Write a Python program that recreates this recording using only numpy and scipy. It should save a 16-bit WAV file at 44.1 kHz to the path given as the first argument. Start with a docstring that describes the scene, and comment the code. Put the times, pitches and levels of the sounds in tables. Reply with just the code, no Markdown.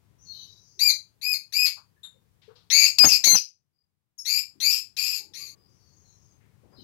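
"""A small, hard-walled aviary, heard mostly in the left channel: far birds whistle and twitter over a low rumble.
Then lovebirds close by chirp in arches of pitch, swinging partials that flip from clean whistle to harsh rasp.
Scuffs on perch and cage ring briefly; one bird screams in held notes and beats its wings in dull puffs of air.
The background dips from the scream until the next near chirps, which a thin peep leads in.
After the last near chirp the far flock answers again, through its echoes only, to the end."""
import sys
import numpy as np
from scipy import signal
from scipy.fft import rfft, irfft, next_fast_len
from scipy.io import wavfile

SR = 44100
rng = np.random.default_rng(int(sys.argv[2]) if len(sys.argv) > 2 else 0)


def generate_wav(sig):
    """Save sig (samples, or channels by samples) to the path in sys.argv[1] as 16-bit PCM at SR."""
    pcm = np.round(np.clip(np.atleast_2d(sig).T, -1, 1) * 32767).astype(np.int16)
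    wavfile.write(sys.argv[1], SR, pcm)


N = 301555
TIME = np.arange(N) / SR
EDGE_HZ = 15900  # upper limit of the sound
SOFT_START_DB = -12  # near chirps and peeps start this much softer


def amp(db):
    """Decibels to gain."""
    return 10 ** (np.asarray(db) / 20)


def unit(x):
    """Scales to an rms of one."""
    return x / np.sqrt(np.mean(x ** 2) + 1e-20)


def read(points, hz):
    """Reads a table on a log-frequency axis."""
    f, value = np.transpose(points)
    return np.interp(np.log(hz + 1), np.log(f), value)


def shaped(x, gain):
    """Filters by a function from frequency to gain."""
    length = x.shape[-1]
    size = next_fast_len(length + 512)
    spectrum = rfft(x, size) * gain(np.fft.rfftfreq(size, 1 / SR))
    return irfft(spectrum, size)[..., :length]


def noise(spectrum, shape):
    """Noise of unit rms with a given spectrum."""
    return unit(shaped(rng.standard_normal(shape), lambda f: amp(read(spectrum, f))))


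def wander(length, hz):
    """Random motion of unit rms up to a given rate."""
    return unit(shaped(rng.standard_normal(length), lambda f: 1 / (1 + (f / hz) ** 4)))


def add(mix, s, sound):
    """Mixes a sound in at a time."""
    part = mix[..., max(round(s * SR), 0):][..., :sound.shape[-1]]
    part += sound[..., :part.shape[-1]]


def near_birds(right_direct=0.23, right_lag_s=.0007, last_stop_s=5.551):
    """Every call arrives directly, a little later on the right, and by its distance through the room."""
    # chirps: start t/s, room against direct level/dB, arch, slur, colour, where
    # arch = (length t/s, scoop time t/s, top f/Hz, droop f/Hz, level/dB, swell level/dB, roughness 0-1)
    # slur = (length t/s, first f/Hz, last f/Hz, level/dB, roughness 0-1)
    # colour = (partial 1 level/dB, partial 3 level/dB, shift of partials 4 to 7 level/dB), before call_colour
    chirps = [ (.791, 3, (.105, .014, 2420, 290, -21, 1, .09), (.022, 2080, 1980, -21, .17),
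              (-10.5, -7.5, -2)), (1.213, 10, (.119, .018, 2520, 90, -30.3, 3, .09),
              (.024, 2200, 2160, -28, .25), (-5.5, -9.5, 2.5)),
              (1.523, 5, (.132, .022, 2510, 10, -26.5, 0, .2), (.034, 2340, 2230, -24, .85), (-5, -7, 1.5)),
              (2.701, -6, (.159, .028, 2330, 80, -20, 1, .38), (.052, 2540, 2330, -23, .6), (-5.5, -5, -4)),
              (4.251, -1, (.134, .027, 2370, 0, -28, 2, .41), (.022, 2490, 2380, -28, .68),
              (-8, -4.5, 2.5)), (4.601, 2, (.103, .033, 2400, 0, -24.5, 2, .31),
              (.1, 2590, 2480, -26.5, .76), (-8, -4, 2)), (4.966, -2.5, (.192, .014, 2460, 0, -31, -7, .74),
              (.048, 2400, 2200, -33.5, .7), (-8, -3.5, 2)),
              (5.335, -3, (.138, .03, 2290, 0, -43.5, -7, .58), (.066, 2050, 2340, -48, .5),
              (-7, -2.5, 1.5)), ]
    # thin peeps: start t/s, length t/s, first f/Hz, last f/Hz, level/dB, roughness 0-1,
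    # partial 2 level/dB before call_colour, room against direct level/dB
    peeps = [(2.031, .038, 3740, 3590, -42.5, .3, -8, 2), (4.184, .033, 5520, 5240, -38.5, .15, -11.5, 3),
             (4.179, .042, 6600, 6420, -45, .22, -22, 1)]
    # held notes: first a steady tone under the harsh fourth chirp, then the scream:
    # start t/s, length t/s, first f/Hz, last f/Hz, level/dB, roughness 0-1,
    # room against direct level/dB, then as the colour of a chirp
    held_notes = [ (2.724, .16, 2215, 2185, -29, .12, -1, -6, 8, 5),
                  (2.984, .012, 2300, 2650, -18, .85, -12, -14, -7, -2),
                  (2.994, .05, 2478, 2452, -14, .04, -14, -17, -15, -6.5),
                  (3.042, .014, 2570, 2470, -18, .3, -12, -17, -6, -1),
                  (3.053, .038, 2182, 2162, -16.5, .04, -8, 8, 31, 23),
                  (3.086, .085, 2630, 2400, -21.5, .66, -4, -12.5, -7.5, -1),
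                  (3.239, .009, 2040, 2100, -15.5, .8, 2, -8, -1, -1),
                  (3.246, .029, 2190, 2280, -19.5, .08, 2.5, -6, 0, 2),
                  (3.274, .077, 2066, 2092, -19, .025, -10, -14, 1, 1),
                  (3.349, .016, 3000, 2920, -18, .55, -4.5, -23, -19, -7),
                  (3.364, .025, 2640, 2470, -24.5, .85, -4.5, -17, -17, -6), ]
    calls = [(s, room_db, chirp(*shape)) for s, room_db, *shape in chirps]
    calls += [(s, room_db, peep(*shape)) for s, *shape, room_db in peeps]
    for s, length, first_hz, last_hz, db, rough, room_db, *colour in held_notes:
        calls.append((s, room_db, held_note(length, first_hz, last_hz, db, rough, *colour)))
    direct, send = np.zeros((2, N))
    for s, room_db, sound in calls:
        share = 1 / np.hypot(1, amp(room_db))  # both paths share the level
        add(direct, s, share * sound)
        add(send, s, share * amp(room_db) * sound)
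    right = right_direct * shaped(direct, lambda f: np.exp(-2j * np.pi * f * right_lag_s))
    stop = np.clip((last_stop_s - TIME) / .003, 0, 1)  # the last chirp stops short, echoes and all
    return (np.array([direct, right]) + room(send)) * stop


def chirp(arch, slur, colour, start_rough=.7, settle_s=.012, attack_s=.014, scoop=.23, break_s=.007):
    """The voice starts chaotic, scoops up towards its top pitch, droops, then breaks into a fading slur."""
    arch_s, scoop_s, top_hz, droop_hz, db, swell_db, arch_rough = arch
    slur_s, first_hz, last_hz, slur_db, slur_rough = slur
    first_db, third_db, overtones_db = colour
    high_partials_db = [-15, -14.5, -20.5, -30]  # partials 4 to 7: level/dB, before the shift
    t = np.arange(0, arch_s + slur_s, 1 / SR)
    u = np.minimum(t / arch_s, 1)  # progress through the arch
    v = np.maximum(t - arch_s, 0) / slur_s  # progress through the slur

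    # the high power keeps the droop to the end of the arch
    arch_hz = top_hz * (1 - scoop * np.exp(-t / scoop_s)) - droop_hz * u ** 8
    arch_db = db + swell_db * (u - .5) + SOFT_START_DB * np.exp(-t / attack_s)
    before = [arch_hz, arch_db, arch_rough + start_rough * np.exp(-t / settle_s)]
    after = [first_hz + (last_hz - first_hz) * v, slur_db - 14 * v ** 2, slur_rough]

    broken = np.clip((t - arch_s) / break_s + .5, 0, 1)  # the voice flips from arch to slur
    pitch, level_db, rough = (a + broken * (b - a) for a, b in zip(before, after))
    partials_db = [first_db - 4 * broken, 0, third_db]  # partial 1 is weaker in the slur
    partials_db += [p + overtones_db for p in high_partials_db]
    return note(pitch, level_db, rough, partials_db)


def held_note(length, first_hz, last_hz, db, rough, first_db, third_db, overtones_db, ends_db=-3):
    """One held note, gliding evenly and a little weaker at both ends."""
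    high_partials_db = [-14.5, -18, -18, -17.5]  # partials 4 to 7: level/dB, before the shift
    u = np.linspace(0, 1, round(length * SR))
    pitch = first_hz + (last_hz - first_hz) * u
    partials_db = [first_db, 0, third_db] + [p + overtones_db for p in high_partials_db]
    return note(pitch, db + ends_db * (2 * u - 1) ** 2, rough, partials_db)


def peep(length, first_hz, last_hz, db, rough, second_db, rise_s=.003, fade_db=-10):
    """A short falling note dies away from a quick attack; its partials weaken by equal steps."""
    u = np.linspace(0, 1, round(length * SR))
    pitch = first_hz + (last_hz - first_hz) * u
    level_db = db + fade_db * u + SOFT_START_DB * np.exp(-u * length / rise_s)
    return note(pitch, level_db, rough, [0, second_db, 2 * second_db])


def note(pitch, level_db, rough, partials_db, jitter=.065, jitter_hz=450, hoarse=1.25, spread_hz=210,
         rasp_db=-14, ramp_s=.0015):
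    """The syrinx swings at one pitch; roughness shakes its rate, smears each partial and lets air hiss through."""
    call_colour = [(1300, -9), (1900, -10.5), (2650, 4), (3100, -6), (3700, -2), (4800, 2), (7100, -1.5),
                   (8300, -13), (9300, -7), (13000, 7), (14600, -1.5), (15800, -13)]  # colour of the near calls: f/Hz, level/dB
    rasp = [(100, -11.5), (400, -10.5), (1200, -9.5), (2200, -3.5), (3100, 4), (5000, 1), (7000, -4),
            (8300, -10), (10000, -8), (13000, -8), (15000, -6.5), (16000, -17)]  # relative spectrum of the hiss of air in a rasp: f/Hz, level/dB per Hz
    t = np.arange(len(pitch)) / SR
    rough = np.clip(rough, 0, 1.3)
    shaken = pitch * (1 + jitter * rough * wander(len(t), jitter_hz))
    phase = 2 * np.pi * np.cumsum(shaken) / SR
    depth, tone = hoarse * rough, 0
    for k, db in enumerate(partials_db, 1):
        # irregular cycles put a skirt of noise round the partial
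        skirt = shaped(rng.standard_normal((2, len(t))), lambda f: (1 + (f / (2 * spread_hz)) ** 2) ** -2)
        a, b = depth * unit(skirt)
        partial = (1 + a) * np.sin(k * phase) + b * np.cos(k * phase)
        partial /= np.sqrt(1 + 2 * depth ** 2)
        tone = tone + amp(db) * (k * pitch < SR / 2) * partial
    tone = unit(shaped(tone, lambda f: amp(read(call_colour, f))))
    voice = tone + amp(rasp_db) * rough ** 2 * noise(rasp, len(t))  # only a harsh voice hisses
    ramps = np.clip(np.minimum(t, t[-1] - t) / ramp_s, 0, 1)
    return amp(level_db) * voice * ramps


def wings(grain=.45, grain_hz=500):
    """Each beat swells quickly and dies away as a dull puff, made grainy by the feathers."""
    beats = [(3.005, -45, 0.011, 0.078), (3.05, -23, 0.0088, 0.0091), (3.072, -31, 0.0091, 0.0082),
             (3.125, -52.5, 0.011, 0.018), (3.277, -38.5, .008, .014), (3.32, -40.5, 0.011, 0.026),
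             (3.355, -31, 0.012, 0.0075)]  # puffs of air: peak t/s, level/dB, rise t/s, decay t/s
    puff = [(25, -34), (60, -9), (130, 4), (300, 0), (520, -3), (750, -1), (1300, -6), (2500, -10),
            (6000, -17), (16000, -28)]  # relative spectrum of a puff: f/Hz, level/dB per Hz
    power = 0
    for s, db, rise, decay in beats:
        fall = np.where(TIME < s, ((TIME - s) / rise) ** 2 / 2, (TIME - s) / decay)
        power = power + amp(db) ** 2 * np.exp(-2 * fall)
    feathers = unit(np.exp(grain * wander(N, grain_hz)))
    left = np.sqrt(power) * feathers * noise(puff, N)
    return np.array([left, np.zeros(N)])  # the draught hits only the left microphone


def bumps(rise_s=0.0045, right_db=-11):
    """Bumps and scrapes on perch, box and cage, and a brief rustle near the end, are short scuffs that excite
    one resonance each."""
    # start t/s, level/dB on the left, resonance f/Hz, width f/Hz, decay t/s
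    scuffs = [(.765, -65.5, 367, 90, .045), (1.767, -60, 1100, 900, .03), (1.96, -76, 1750, 300, .029),
              (2.035, -69, 1500, 2000, .04), (2.14, -71.5, 473, 198, .041), (2.415, -66, 3500, 5000, .06),
              (2.477, -53, 460, 101, .034), (2.485, -69, 1100, 1500, .08), (2.552, -63, 4200, 3500, .05),
              (4.55, -66.5, 260, 250, .15), (5.19, -69.5, 360, 400, .33), (5.2, -72.5, 842, 100, .088),
              (5.38, -73.5, 1150, 80, .17), (6.4, -77.5, 2000, 2195, .1), (6.63, -65, 340, 1000, .09),
              (6.72, -66, 700, 2040, .047), (6.77, -59.5, 236, 400, .1)]
    out, t = np.zeros((2, N)), np.arange(SR) / SR
    for s, db, hz, width, decay in scuffs:
        scrape = rng.standard_normal((2, SR))
        ring = unit(shaped(scrape, lambda f: 1 / (1 + (2 * (f - hz) / width) ** 2) ** 2))
        swell = (1 - np.exp(-t / rise_s)) ** 2 * np.exp(-t / decay)
        add(out, s, amp(db) * ring * swell / swell.max())
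    return out * amp([[0], [right_db]])


def far_birds(second_db=-3, twitters_per_s=30, twitter_s=.12, twitter_rough=.7, low_hz=4700, high_hz=6300):
    """Single whistles and random chatter, of which only the echoes arrive, some of them scattered twice."""
    # clearer whistles: start t/s, length t/s, pitch f/Hz, level/dB, roughness 0-1
    whistles = [(.19, .27, 6160, -64.5, .36), (.245, .12, 4290, -57, .2), (.279, .06, 4270, -52, .25),
                (.3, .17, 3920, -57, .22), (.316, .13, 4200, -55.5, .87), (.326, .13, 3090, -69, .25),
                (.44, .14, 3930, -64.5, .2), (.616, .13, 6300, -73, .35), (3.728, .07, 4880, -86, .2),
                (5.563, .115, 4920, -72.5, .18), (5.776, .15, 4510, -74.5, .22),
                (5.894, .11, 6550, -74.5, .15), (6.02, .15, 6520, -71.5, .24),
                (6.03, .09, 4150, -74.5, .39), (6.207, .13, 6400, -74, .25), (6.704, .19, 4930, -69, .2),
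                (6.748, .16, 4040, -63, .52), (6.777, .09, 3050, -70.5, .35)]
    # spells of chatter from the distant flock: start t/s, end t/s, one twitter level/dB
    chatter = [(.17, .68, -73), (.66, .85, -79), (5.63, 6.22, -81.5), (6.72, 6.84, -75)]
    send = np.zeros(N)
    for s, *shape in whistles:
        add(send, s, whistle(*shape))
    for start, end, db in chatter:
        for s in np.arange(start, end, 1 / twitters_per_s):
            delay, height = rng.random(2)
            hz = low_hz + height * (high_hz - low_hz)
            add(send, s + .5 * delay / twitters_per_s, whistle(twitter_s, hz, db, twitter_rough))
    twice = amp(second_db) * room(send)[0]
    return room(send + twice) / np.hypot(1, amp(second_db))


def whistle(length, hz, db, rough, jitter=.07, jitter_hz=450, taper=.25, fall=.025, third_db=-21):
    """A thin whistle sinks by a small share of its pitch, with a faint third partial if the band has room."""
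    size = round(length * SR)
    glide = 1 + fall * np.linspace(.5, -.5, size)
    pitch = hz * glide * (1 + jitter * rough * wander(size, jitter_hz))
    phase = 2 * np.pi * np.cumsum(pitch) / SR
    tone = np.sin(phase) + amp(third_db) * (3 * hz < EDGE_HZ) * np.sin(3 * phase)
    return amp(db) * unit(tone * signal.windows.tukey(size, taper))


def room(x, gap_s=0.001):
    """Dense echoes from near walls, other ones for each channel, fade at a rate set by frequency."""
    t60 = [(200, 0.085), (2300, 0.21), (4800, 0.22), (8000, .22), (13000, 0.17)]  # time for the echoes to fall by 60 dB: f/Hz, t/s
    t = np.arange(SR // 2) / SR
    struck = rng.random((2, len(t))) < .1  # about one sample in ten holds an echo
    taps = rng.standard_normal((2, len(t))) * struck * (t > gap_s)
    hz, when, z = signal.stft(taps, SR, nperseg=256)
    decay = 1000 ** (-when / read(t60, hz)[:, None])
    tail = signal.istft(z * decay, SR, nperseg=256)[1]
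    tail /= np.linalg.norm(tail, axis=1, keepdims=True)
    return signal.fftconvolve(x[None], tail, axes=1)[:, :N]


def background(rumble_db=1, air_db=-17.5):
    """Low rumble and faint airy hiss are noises that swell and sink together."""
    rumble_spectrum = [(15, -57), (25, -25.5), (86, -3.5), (102, -1.5), (200, -11), (243, -19),
                       (459, -22.5), (624, -29.5), (1070, -28.5), (1380, -34), (2500, -38), (3250, -69),
                       (5500, -120)]  # relative spectrum of the rumble: f/Hz, level/dB per Hz
    swell = [(0, -69), (.4, -66), (.72, -73), (1.5, -76.5), (2.44, -72), (3.4, -72.5), (4.05, -76),
             (4.72, -73), (4.95, -78), (5.46, -70), (6.2, -68), (6.84, -66)]  # common level, before the two offsets and the dip: t/s, level/dB
    air_spectrum = [(1000, -5.5), (3000, 7.5), (6500, 4), (9000, -1), (15000, -6.5)]  # relative spectrum of the airy hiss: f/Hz, level/dB per Hz
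    level = amp(np.interp(TIME, *np.transpose(swell))) * dip()
    rumble = noise(rumble_spectrum, (2, N))
    rumble = shaped(rumble, lambda f: f / np.hypot(f, 45))  # the microphone loses the deepest bass
    return level * (amp(rumble_db) * rumble + amp(air_db) * noise(air_spectrum, (2, N)))


def dip(start_s=2.98, end_s=4.3, depth_db=-15, edge_s=.12):
    """Gain of the background, which sinks from the scream until the next chirps."""
    inside = np.minimum(TIME - start_s, end_s - TIME)
    return amp(depth_db * np.clip(inside / edge_s, 0, 1))


def scene():
    """Birds, wings, cage and background, before the gain of each channel."""
    return near_birds() + wings() + bumps() + far_birds() + background()


def record(dry, hiss_db=-75.5, ceiling=.95):
    """A weak right channel, microphone hiss that dips too, a soft ceiling on loud peaks, and the band limit."""
    channel_db = [8.5, -9.8]  # gain of left and right: level/dB
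    hiss_spectrum = [(30, 12), (100, 17), (250, 10), (500, 7), (1000, 4.5), (2000, 2.5), (4000, .5),
                     (7000, -1), (15000, 0)]  # relative spectrum of the microphone hiss: f/Hz, level/dB per Hz
    hiss = amp(hiss_db) * dip() * noise(hiss_spectrum, (2, N))
    x = dry * amp(channel_db)[:, None] + hiss
    held = x / (1 + (x / ceiling) ** 6) ** (1 / 6)
    low_pass = signal.firwin(301, EDGE_HZ, window=("kaiser", 9), fs=SR)
    return signal.oaconvolve(held, low_pass[None], "same")


dry = scene()
out = record(dry)
generate_wav(out)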